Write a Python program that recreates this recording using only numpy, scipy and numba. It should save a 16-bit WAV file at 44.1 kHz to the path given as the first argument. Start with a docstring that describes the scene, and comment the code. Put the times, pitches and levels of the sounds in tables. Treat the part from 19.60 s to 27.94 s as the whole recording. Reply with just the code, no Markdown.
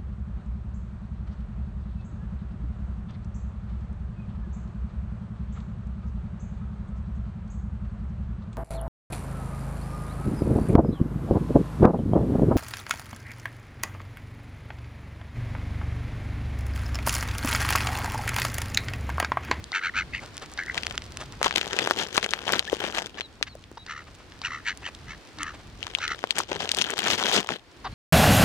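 """Low, raspy quacks come in runs from a male mallard (the drake) on a paved path a metre or two away.
Each quack is a train of flaps in his voice box that set his throat and bill ringing. The hen answers
with short clucks that trail off in thin whistles. Bills and feet tick and scuff on the asphalt.
Close to the left microphone a bag of feed crackles as its creases give way.
Behind it all lie a quiet outdoor hush and one faint, far-off hoot."""
import sys
import numpy as np
from scipy import signal
from scipy.fft import rfft, irfft, next_fast_len
from scipy.io import wavfile
from scipy.ndimage import uniform_filter1d, map_coordinates
from numba import njit

SR = 44100
rng = np.random.default_rng(int(sys.argv[2]) if len(sys.argv) > 2 else 0)


def put_to_file(sound):
    """Save the sound as 16-bit audio at rate SR, in the file named by the first command-line argument."""
    columns = np.atleast_2d(sound).T  # one column per channel
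    safe = np.clip(columns, -1, 1)
    whole_steps = np.round(safe * 32767)
    wavfile.write(sys.argv[1], SR, whole_steps.astype(np.int16))


N = 367794
T = np.arange(N) / SR

# The drake's quacks: start_s, loudest_s, end_s, flap_rate_at_loudest_hz, level_db, throat_hz,
# wide_open_bill_hz, bill_ring_db, rasp_db
QUACKS = [(0.124, .1595, .205, 93.5, -23, 1474, 2380, -1.5, -5),
          (0.205, .258, .305, 88.5, -26, 1490, 2370, -3, -9.5),
          (0.336, .387, .434, 96.1, -22, 1540, 2540, -1, -7),
          (0.524, .548, .6, 92.3, -30.5, 2130, 2740, -2.5, -10),
          (0.976, .989, 1.05, 88.9, -29, 1650, 2130, -2.5, -14.5),
          (1.05, 1.096, 1.135, 71.4, -34.5, 1590, 2120, 1, -22),
          (4.271, 4.31, 4.36, 77, -35, 1340, 1950, -1.5, -2.5),
          (4.334, 4.378, 4.425, 71, -39.5, 1300, 1950, -1, -7),
          (4.827, 4.858, 4.897, 88.3, -28, 1420, 2550, 2, -2.5),
          (4.871, 4.933, 5.012, 75.8, -35, 1310, 2050, -2, -6),
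          (5.048, 5.084, 5.132, 99.7, -25.5, 1650, 2270, -0.5, -3.5),
          (5.229, 5.263, 5.302, 91.5, -33.5, 1830, 3000, 6.5, 0),
          (5.467, 5.506, 5.562, 80.5, -39, 1350, 2150, 7, 6),
          (5.783, 5.818, 5.872, 84.7, -32.5, 1280, 2150, -2, -3),
          (5.85, 5.879, 5.928, 72.8, -35.5, 1330, 1790, 0, -6),
          (6.394, 6.44, 6.487, 83.5, -27.5, 1470, 2550, -1.5, -3.5),
          (6.469, 6.518, 6.556, 75.2, -30.5, 1380, 2070, -2, -7.5)]
# Where his windpipe rings: centre_hz, half_width_hz, gain_db
WINDPIPE = [(1950, 800, 3.5), (2750, 570, -5.5), (4060, 190, 3.5), (5670, 730, -2.5), (6900, 230, -15)]
# His bill clicks as it parts before a quack: time_s, level_db
BILL_CLICKS = [(0.119, -41.5), (0.9758, -45.5), (4.2645, -50), (4.817, -44.5), (5.7865, -48),
               (6.3861, -41.5)]
# The two rings in each of those clicks: centre_hz, spread_octaves, gain_db
BILL_RING = [(850, 0.51, 5.5), (4100, 0.026, 9.5)]
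# The hen's clucks: start_s, length_s, first_pitch_hz, last_pitch_hz, level_db, throat_hz
CLUCKS = [(3.579, 0.017, 594, 604, -36.5, 1900), (3.864, 0.026, 467, 523, -43.5, 2040),
          (4.17, 0.014, 407, 485, -40.5, 920), (8.239, 0.046, 539, 382, -34.5, 1090)]
# Her whistles and peeps: start_s, length_s, first_pitch_hz, last_pitch_hz, level_db
WHISTLES = [(3.072, 0.023, 1675, 1960, -37.5), (3.6, 0.077, 4170, 3700, -50), (3.88, .064, 4440, 3880, -55),
            (4.18, 0.067, 3850, 3900, -55.5), (8.31, .04, 4250, 4300, -57)]
# Bills and feet tapping the asphalt: time_s, level_db, centre_hz, spread_octaves
TAPS = [(.0419, -37, 3930, 0.82), (.7689, -37.5, 4400, 1.6), (.7795, -34, 3900, 0.94),
        (.917, -44, 10000, 0.6), (.9378, -41, 9000, 1.2), (1.2679, -24, 2460, 0.84),
        (1.3786, -23.5, 2670, 0.49), (1.421, -37.5, 2500, 0.91), (1.5721, -31.5, 3100, 1.1),
        (3.9527, -36.5, 620, 0.054), (4.04, -46, 3180, 0.54), (4.1155, -38.5, 316, 0.48),
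        (4.5507, -48.5, 6000, 1.2), (4.7218, -44, 2350, 0.63), (5.1745, -39, 6500, 1.1),
        (5.267, -37.5, 900, 1.3), (5.3497, -40, 4400, 0.38), (5.8321, -28, 4100, 0.67)]
# The ducks shuffling over grit: start_s, end_s, level_db
WADDLES = [(0.564, 1.833, -49), (4.402, 6.235, -57)]
# Webbed feet dragging: start_s, length_s, level_db, centre_hz
SCUFFS = [(0.598, 0.07, -45.5, 660), (1.13, 0.085, -41, 690), (1.577, 0.075, -41, 850),
          (5.274, 0.026, -43.5, 1100)]
# Creases of the bag snapping over: time_s, level_db, centre_hz, spread_octaves
SNAPS = [(1.1783, -19.5, 2200, 0.23), (1.234, -26, 2800, 0.36), (1.31, -29.5, 1430, 0.72),
         (1.815, -21, 640, 0.52), (1.8295, -17, 1800, 1.65), (1.8449, -21.5, 1500, 1.5),
         (1.8615, -18, 980, 0.17), (1.867, -17, 980, 0.21), (1.9098, -22, 1610, 0.31),
         (1.9601, -16.5, 3640, 0.052), (2.0126, -19.5, 2520, 0.087), (2.189, -15, 2370, 0.083),
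         (2.2741, -18.5, 855, 1.23), (2.31, -12, 1100, 1.27), (2.5685, -22, 3800, 0.35),
         (2.5787, -9, 930, 1.23), (2.6288, -22, 2090, 0.62), (2.644, -19.5, 2680, 0.13),
         (2.7084, -27, 4500, 0.2), (2.736, -15.5, 1930, 0.82), (2.8919, -21.5, 1320, 0.4),
         (2.9224, -20, 2980, 2.6), (2.9367, -20, 1720, 0.78), (2.9938, -13, 3050, 0.22),
         (3.1295, -13.5, 410, 0.091), (3.2433, -23, 600, 0.95), (3.3839, -21.5, 2030, 0.22),
         (3.609, -23.5, 2580, 0.19), (3.8125, -34, 350, 0.46), (3.8275, -16, 2470, 0.61),
         (6.229, -24.5, 3130, 0.13), (6.2681, -28, 1530, 0.5), (6.3501, -15.5, 2970, 0.061),
         (6.4793, -25, 3230, 0.28), (6.64, -18.5, 710, 1.23), (6.7076, -14, 3490, 0.23),
         (6.7848, -22, 6160, 0.77), (6.7893, -19.5, 3900, 0.96), (6.803, -21.5, 1007, 0.26),
         (6.9194, -25.5, 576, 0.52), (7.092, -20.5, 3400, 0.18), (7.1168, -15.5, 3670, 0.44),
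         (7.148, -23.5, 4500, 0.22), (7.17, -25, 1630, 2.2), (7.187, -19, 3580, 0.22),
         (7.2147, -15.5, 3200, 0.25), (7.2212, -20.5, 4670, 0.26), (7.305, -27.5, 7000, 0.54),
         (7.3806, -24, 1740, 1.5), (7.3903, -21, 3500, 0.81), (7.764, -19, 2810, .6),
         (7.89, -20.5, 1370, 0.62)]
# Soft rustling while the bag is handled: start_s, end_s, level_db
HANDLING = [(1.12, 1.307, -44), (1.914, 3.012, -37.5), (3.041, 3.466, -36.5), (6.197, 6.73, -44),
            (6.888, 7.954, -38.5)]
# Squeezes of the bag: start_s, length_s, level_db, brightness_db_per_octave
SQUEEZES = [(1.146, 0.035, -36, 0), (1.848, 0.0091, -20.5, .5), (1.955, 0.025, -25, 1.5),
            (2.027, 0.29, -32.5, 0), (2.172, 0.07, -29.5, -1.5), (2.368, 0.062, -26, 0.2),
            (2.542, 0.0272, -29.5, 1.5), (2.635, 0.015, -29, 0), (2.87, 0.099, -26.5, -0.5),
            (3.121, 0.018, -36, 2.5), (3.208, 0.072, -31, -0.5), (3.338, 0.05, -28.5, 0.7),
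            (3.546, 0.071, -41, -2), (6.759, 0.052, -29, 0.6), (6.9, 0.067, -32, -2),
            (7.003, 0.036, -28, 0), (7.17, 0.045, -28, 1), (7.246, 0.092, -31.5, -0.5),
            (7.375, 0.075, -29, 1), (7.461, 0.08, -22, 0.5), (7.583, 0.161, -25, 0.6),
            (7.732, 0.025, -18.5, 1.5), (7.771, 0.017, -20, -0.5), (7.898, 0.03, -26.5, -1.5)]
# Tone of the crumpling: frequency_hz, gain_db
BAG_TONE = [(50, -19), (150, -4), (480, 2), (850, -2.05), (1500, -3), (3200, 0), (5000, -6.5),
            (8000, -17.5), (15000, -26)]
# How the bag is muffled at the right microphone: frequency_hz, gain_db
RIGHT_SHADE = [(60, -4), (200, -11), (450, -8.5), (1300, -5.5), (3300, -15), (8000, -13.5), (15000, -7.5)]
# Tone of the outdoor hush: frequency_hz, gain_db
HUSH_TONE = [(20, -14.5), (50, 3), (90, 3), (170, -5.5), (330, -7.5), (550, -14.5), (1500, -17.5),
             (4500, -24.5), (8000, -36.5), (15000, -37.5)]
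# Loudness of the hush: time_s, level_db
HUSH_LEVEL = [(0, -45.5), (1.7, -45), (2.6, -55), (3.6, -49.5), (4.1, -52), (4.6, -49), (5.6, -46.5),
              (6.3, -48), (8, -53), (8.34, -44)]
# The far-off hoot: start_s, length_s, first_pitch_hz, last_pitch_hz, level_db
HOOTS = [(5.75, 0.11, 309, 280, -49.5)]
# How the microphone hears the treble: frequency_hz, gain_db
MIC_TONE = [(9000, 1), (10300, -2), (11400, -14.5), (12600, -6), (14000, -6.5), (16000, -14.5)]


def drake(rest_hz=63.2, relax_s=.163, jitter=.052, crest=.34, detune=.018, open_s=.002, rise_s=.07,
          close_s=.001155, close_spread_s=.00047, snap_s=.0007, ring_s=.0036):
    """Each flap of the voice box sounds the throat as it opens and rings the bill as it snaps shut."""
    out = np.zeros(N)
    for start, loudest, end, flap_hz, db, throat_hz, wide_hz, bill_db, rasp_db in QUACKS:
        t = np.arange(start, end, 1 / SR)
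        n = len(t)
        swell = np.sin(np.pi / 2 * np.interp(t, [start, loudest, end], [0, 1, 0]))
        effort = (.29 + .71 * swell ** 3) * signal.windows.tukey(n, .12)
        # the flapping slows towards its resting rate all through the quack
        rate_hz = rest_hz + (flap_hz - rest_hz) * np.exp((loudest - t) / relax_s)
        flaps = np.cumsum(rate_hz * (1 + jitter * wander(89.4, n))) / SR
        flap, phase = np.divmod(flaps - np.interp(loudest, t, flaps) + crest, 1)
        since_s = (phase - crest) / rate_hz  # time since the crest of this flap
        gate = np.sqrt(np.sin(np.pi * phase))
        # every flap has its own strength, balance, tuning and moment of closing
        quirks = rng.standard_normal((20, 5))[flap.astype(int) % 20]
        strength, balance, throat_drift, bill_drift, lag = quirks.T
        throat_turns = throat_hz * (1 + detune * throat_drift) * since_s * (1 + since_s / rise_s)
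        throat = np.exp(-.5 * (since_s / open_s) ** 2) * np.sin(2 * np.pi * throat_turns)
        # the bill's ring rises and falls as the bill opens and closes
        bill_hz = (throat_hz + (wide_hz - throat_hz) * (.38 + .62 * swell)) * (1 + detune * bill_drift)
        shut_s = np.maximum(since_s - close_s - close_spread_s * lag, 0)
        bill_fade = (1 - np.exp(-shut_s / snap_s)) * np.exp(-shut_s / ring_s)
        bill = bill_fade * np.sin(2 * np.pi * bill_hz * shut_s)
        voice = unit(gate * throat) + gain(bill_db + 2.5 * balance) * unit(gate * bill)
        voice += 2 * np.sqrt(effort) * gain(rasp_db) * rasp(since_s, gate, swell, throat_hz)
        add(out, start, gain(db + .9 * strength) * effort * unit(voice))
    return colour(out, [(450, -22), (1000, 1.5), (6500, -4), (8500, -2), (14000, -21)])


def rasp(since_s, gate, swell, throat_hz, buzz_hz=450, bend=.16, lag_s=.001174, burst_s=.005, hiss=.25):
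    """The drake's voice-box membranes buzz with each flap, and his windpipe makes the buzz nasal."""
    n = len(swell)
    pitch_hz = buzz_hz * (1 - bend * (1 - swell))
    angle = 2 * np.pi * pitch_hz * (since_s - lag_s) + .05 * wander(496, n)
    overtones = np.cos(np.arange(2, 18)[:, None] * angle).sum(0)
    buzz = unit(overtones) + hiss * rng.standard_normal(n)
    buzz *= gate * np.exp(-.5 * ((since_s - lag_s) / burst_s) ** 2)
    out = gain(-22) * resonate(buzz, np.full(n, 1500.), 1300.)
    for hz, half_width_hz, db in WINDPIPE:
        centre_hz = hz * (.95 + .05 * swell) * (throat_hz / 1450) ** .2
        width_hz = 2. * half_width_hz
        ring = resonate(resonate(buzz, centre_hz, width_hz), centre_hz, width_hz)
        out += gain(db + 2 * rng.standard_normal()) * ring  # the neck is held differently each quack
    return unit(out)


def bill_clicks():
    """The parting bill gives a low pop and a bright tick at once."""
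    rows = [(s, db + ring_db, hz, octaves)
            for s, db in BILL_CLICKS for hz, octaves, ring_db in BILL_RING]
    return clicks(rows, ring_s=.001, rattle_share=.89, tail_db=-10, tail_s=.0078, broad_db=-40)


def hen(throat_width=.48, roughness=.13, upper_db=-13, upper_hz=3200):
    """A cluck is a short, rough note whose overtones slide through her throat's ring; whistles follow."""
    out = glides(WHISTLES)
    harmonics = np.arange(1, 13)[:, None]
    for start, length, first_hz, last_hz, db, throat_hz in CLUCKS:
        n = int(length * SR)
        pitch_hz = last_hz + (first_hz - last_hz) * np.linspace(1, 0, n) ** 2
        angle = 2 * np.pi * np.cumsum(pitch_hz * (1 + roughness * wander(492, n))) / SR
        throat = 1 / (1 + 1j * np.log(harmonics * pitch_hz / throat_hz) / throat_width) ** 2
        upper_ring = gain(upper_db) / (1 + 1j * np.log(harmonics * pitch_hz / upper_hz) / throat_width)
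        cluck = np.imag((throat + upper_ring) * np.exp(1j * harmonics * angle)).sum(0)
        add(out, start, gain(db) * unit(cluck * signal.windows.tukey(n, .6)))
    return out


def waddling(uneven_db=9, ticks_per_s=90, tick_spread_db=5, grit_db=-4):
    """Webbed feet brush the path in uneven little pushes and flick loose grit."""
    level = sum(gain(db) * press(start, end - start) for start, end, db in WADDLES)
    brush = colour(rng.standard_normal(N),
                   [(150, -6), (450, -2.5), (1200, -1.5), (2500, -7), (6000, -17.5), (15000, -31)])
    flicks = rng.random(N) < ticks_per_s / SR
    ticks = flicks * gain(tick_spread_db * np.minimum(rng.exponential(size=N), 3))
    grit = colour(ticks, [(500, -16), (2000, -2), (5000, 4), (9000, -4.5), (15000, -3)])
    return level * (unit(brush * gain(uneven_db * wander(40))) + gain(grit_db) * unit(grit))


def scuffs(grain_db=4):
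    """A foot drags over grit: a brief, grainy swell of noise."""
    out = np.zeros(N)
    for start, length, db, hz in SCUFFS:
        n = int(length * SR)
        grit = rng.standard_normal(n) * gain(grain_db * wander(407, n))
        scrape = resonate(grit, np.full(n, float(hz)), 1.34 * hz)
        add(out, start, gain(db) * unit(scrape * np.hanning(n)))
    return out


def taps():
    """Bills and feet strike the asphalt with crisp little ticks."""
    return clicks(TAPS, ring_s=.0006, rattle_share=.6, tail_db=-27, tail_s=.004, broad_db=-13,
                  crisp_db=-27)


def ducks(left_lag_ms=.041, right_db=-1, bounce_ms=1.05, bounce_db=-12, echo_db=-24, echo_s=.0028):
    """The birds stand ahead; their voices bounce off the asphalt and the surroundings echo faintly."""
    voices = drake() + hen() + bill_clicks()
    steps = waddling() + scuffs() + taps()
    near = voices + gain(bounce_db) * delay(voices, bounce_ms) + steps
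    t = np.arange(SR // 3) / SR
    tails = rng.standard_normal((2, len(t))) * np.exp(-t / echo_s)
    echo = np.array([signal.fftconvolve(near, tail / np.linalg.norm(tail))[:N] for tail in tails])
    return np.array([delay(near, left_lag_ms), near * gain(right_db)]) + gain(echo_db) * echo


def bag(right_lag_ms=.14, scatter_db=3, detour_ms=.9):
    """The bag crackles on the left; the right side hears it later, muffled and partly scattered."""
    front, back = crumpling()
    snap = dict(ring_s=.00031, rattle_share=.78, tail_db=-19, tail_s=.0061, broad_db=-15.5)
    left = front + clicks(SNAPS, **snap)
    bounced = clicks(SNAPS, detour_ms=detour_ms, **snap)
    scattered = colour(back + bounced, [(350, -11), (3500, 0)])
    right = colour(delay(left, right_lag_ms) + gain(scatter_db) * scattered, RIGHT_SHADE)
    return np.array([left, right])


def crumpling(creases_per_s=450, grip_creases_per_s=1200, crease_s=.00036, rub_db=-13, flicker_db=2,
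              flurry_s=.0056, pivot_hz=1600):
    """Tiny creases give way while the folds rub; the sound leaves from the bag's front and back."""
    moves = [(start, end - start, db, 0) for start, end, db in HANDLING] + SQUEEZES
    power = np.array([(gain(db) * press(start, length)) ** 2 for start, length, db, _ in moves])
    brightness = np.array(moves)[:, 3]
    grip = np.sqrt(power.sum(0) / power.sum(0).max())
    # a firmer grip makes more creases, and more even ones
    at = np.flatnonzero(rng.random(N) < (creases_per_s + grip_creases_per_s * grip) / SR)
    sizes = np.minimum(rng.exponential(size=N)[at], 4)
    crease_db = 8.5 * (1 - .73 * np.sqrt(grip[at])) * sizes
    # the film crackles harder around each crease that snaps over
    flurry = np.ones(N)
    for s, *_ in SNAPS:
        add(flurry, s - flurry_s / 2, np.hanning(int(flurry_s * SR)))
    steady, out = 0, 0
    for hz in 100 * 2. 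** np.arange(8):
        octave = list(zip(hz * 2. ** np.arange(-2, 3), [-60, -14, 0, -14, -60]))
        # every crease has a tone of its own, and the lows are more even
        band_db = min(hz / pivot_hz, 1) ** .3 * (crease_db + 4 * rng.standard_normal(N)[at])
        creases = np.bincount(at, gain(band_db) ** 2, N)
        energy = signal.lfilter([1], [1, -np.exp(-1 / (crease_s * SR))], creases)
        grain = np.sqrt(energy / (uniform_filter1d(energy, SR // 25) + 1e-6) + gain(rub_db) ** 2)
        band = colour(grain * rng.standard_normal((2, N)), octave)
        band *= gain(flicker_db * wander(45))  # flickers as the folds change shape
        steady = steady + band
        out = out + band * np.sqrt(gain(brightness * np.log2(hz / pivot_hz)) ** 2 @ power)
    return colour(flurry * out, BAG_TONE) / np.std(colour(steady, BAG_TONE))


def hush(sway_db=.7, ticks_per_s=60, grit_db=-70):
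    """Distant rumble, alike in both ears, lies under a smooth hiss; grit ticks faintly on the path."""
    mid, side = colour(rng.standard_normal((2, N)), HUSH_TONE)
    bass = colour(mid, [(200, 13), (800, -37)])
    side = colour(side, [(60, -13), (625, -8), (2500, -2)])
    mid = mid + bass * (gain(sway_db * wander(6)) - 1)
    level = gain(np.interp(T, *np.transpose(HUSH_LEVEL)))
    air = level * unit(np.array([mid + side, mid - side]))
    ticks = (rng.random(N) < ticks_per_s / SR) * rng.uniform(-1, 1, N)
    grit = unit(colour(ticks, [(300, -34), (1500, 2), (4500, 11.5), (9000, 2.5), (15000, -27)]))
    return air + gain(grit_db) * grit


def far_hoot():
    """One faint, pure note sinks a little in the distance."""
    return glides(HOOTS)


def clicks(rows, ring_s, rattle_share, tail_db, tail_s, broad_db, detour_ms=0, crisp_db=-60):
    """Each click is a sharp push and a short rattle that ring briefly, up to detour_ms late."""
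    out, t = np.zeros(N), np.arange(SR // 25) / SR
    for s, db, hz, octaves in rows:
        fade = np.exp(-t / ring_s) + gain(tail_db) * np.exp(-t / tail_s)
        rattle = rng.standard_normal(len(t)) * fade
        push = rattle_share * rattle / np.linalg.norm(rattle) + (t == 0)
        edges_hz = np.clip(hz * 2. ** (np.array([-1, 1]) * (octaves + .3)), 60, 15500)
        band = signal.butter(1, edges_hz, "band", fs=SR, output="sos")
        broad = signal.sosfilt(band, push)
        crisp = np.diff(push, prepend=0)
        ring = signal.sosfilt(band, broad) + gain(broad_db) * broad + gain(crisp_db) * crisp
        ring *= np.sqrt(.005 * SR / np.sum(ring ** 2))  # as much energy as 5 ms at level 1
        add(out, s + rng.random() * detour_ms / 1000, gain(db) * ring)
    return out


def glides(rows, waver=.018):
    """Soft-edged pure tones that curve from one pitch to another."""
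    out = np.zeros(N)
    for start, length, first_hz, last_hz, db in rows:
        n = int(length * SR)
        pitch_hz = first_hz + (last_hz - first_hz) * np.linspace(0, 1, n) ** 1.8
        angle = 2 * np.pi * np.cumsum(pitch_hz * (1 + waver * wander(330, n))) / SR
        add(out, start, gain(db) * unit(np.sin(angle) * signal.windows.tukey(n, .5)))
    return out


def press(start, length, grab_s=.014, tighten_db=1.5, let_go_s=.0173):
    """Loudness of one push by hand or foot: it takes hold quickly, tightens, then dies away."""
    out = np.zeros(N)
    t = np.arange(-grab_s, length + 8 * let_go_s, 1 / SR)
    grab = np.clip(1 + t / grab_s, 0, 1) ** 2
    hold = gain(tighten_db * np.clip(t / length, 0, 1))
    let_go = np.exp(-np.maximum(t - length, 0) / let_go_s)
    add(out, start - grab_s, grab * hold * let_go)
    return out


@njit
def resonate(x, hz, width_hz):
    """Keep a band of sound around a moving centre, which passes at full strength."""
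    y, band, low = np.empty(len(x)), 0., 0.
    for i in range(len(x)):
        tuning, damping = np.tan(np.pi * hz[i] / SR), width_hz / hz[i]
        ring = (band + tuning * (x[i] - low)) / (1 + tuning * (tuning + damping))
        band, low, y[i] = 2 * ring - band, low + 2 * tuning * ring, damping * ring
    return y


def colour(x, points):
    """Shape the tone along a line of (frequency_hz, gain_db) points."""
    hz, db = np.transpose(points)
    size = next_fast_len(N, True)
    bins_hz = np.maximum(np.fft.rfftfreq(size, 1 / SR), 1)
    return irfft(rfft(x, size) * gain(np.interp(np.log(bins_hz), np.log(hz), db)), size)[..., :N]


def delay(x, ms):
    """Make a sound later, even by less than one sample."""
    size = next_fast_len(N, True)
    turns = np.fft.rfftfreq(size, 1 / SR) * ms / 1000
    return irfft(rfft(x, size) * np.exp(-2j * np.pi * turns), size)[..., :N]


def wander(rate_hz, size=N):
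    """A smooth random drift with a spread near 1."""
    at = np.arange(size) * rate_hz / SR
    return map_coordinates(rng.standard_normal(int(at[-1]) + 2), [at], order=2, mode="nearest")


def add(track, s, x):
    """Mix a short sound in at s seconds."""
    i = max(int(s * SR), 0)
    track[i:i + len(x)] += x[:max(N - i, 0)]


def gain(db):
    """Turn decibels into a multiplier."""
    return 10 ** (np.asarray(db) / 20)


def unit(x):
    """Scale to an average (rms) level of 1."""
    return x / np.sqrt(np.mean(x ** 2) + 1e-20)


def scene():
    """Ducks, bag, outdoor air and one far hoot, in stereo."""
    return ducks() + bag() + hush() + far_hoot()


def record(dry):
    """The microphone has a dip in the treble; peaks are clipped and the very top is cut."""
    top_cut = signal.ellip(8, .2, 70, 16200, fs=SR, output="sos")
    return signal.sosfilt(top_cut, np.clip(colour(dry, MIC_TONE), -1, 1))


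dry = scene()
out = record(dry)
put_to_file(out)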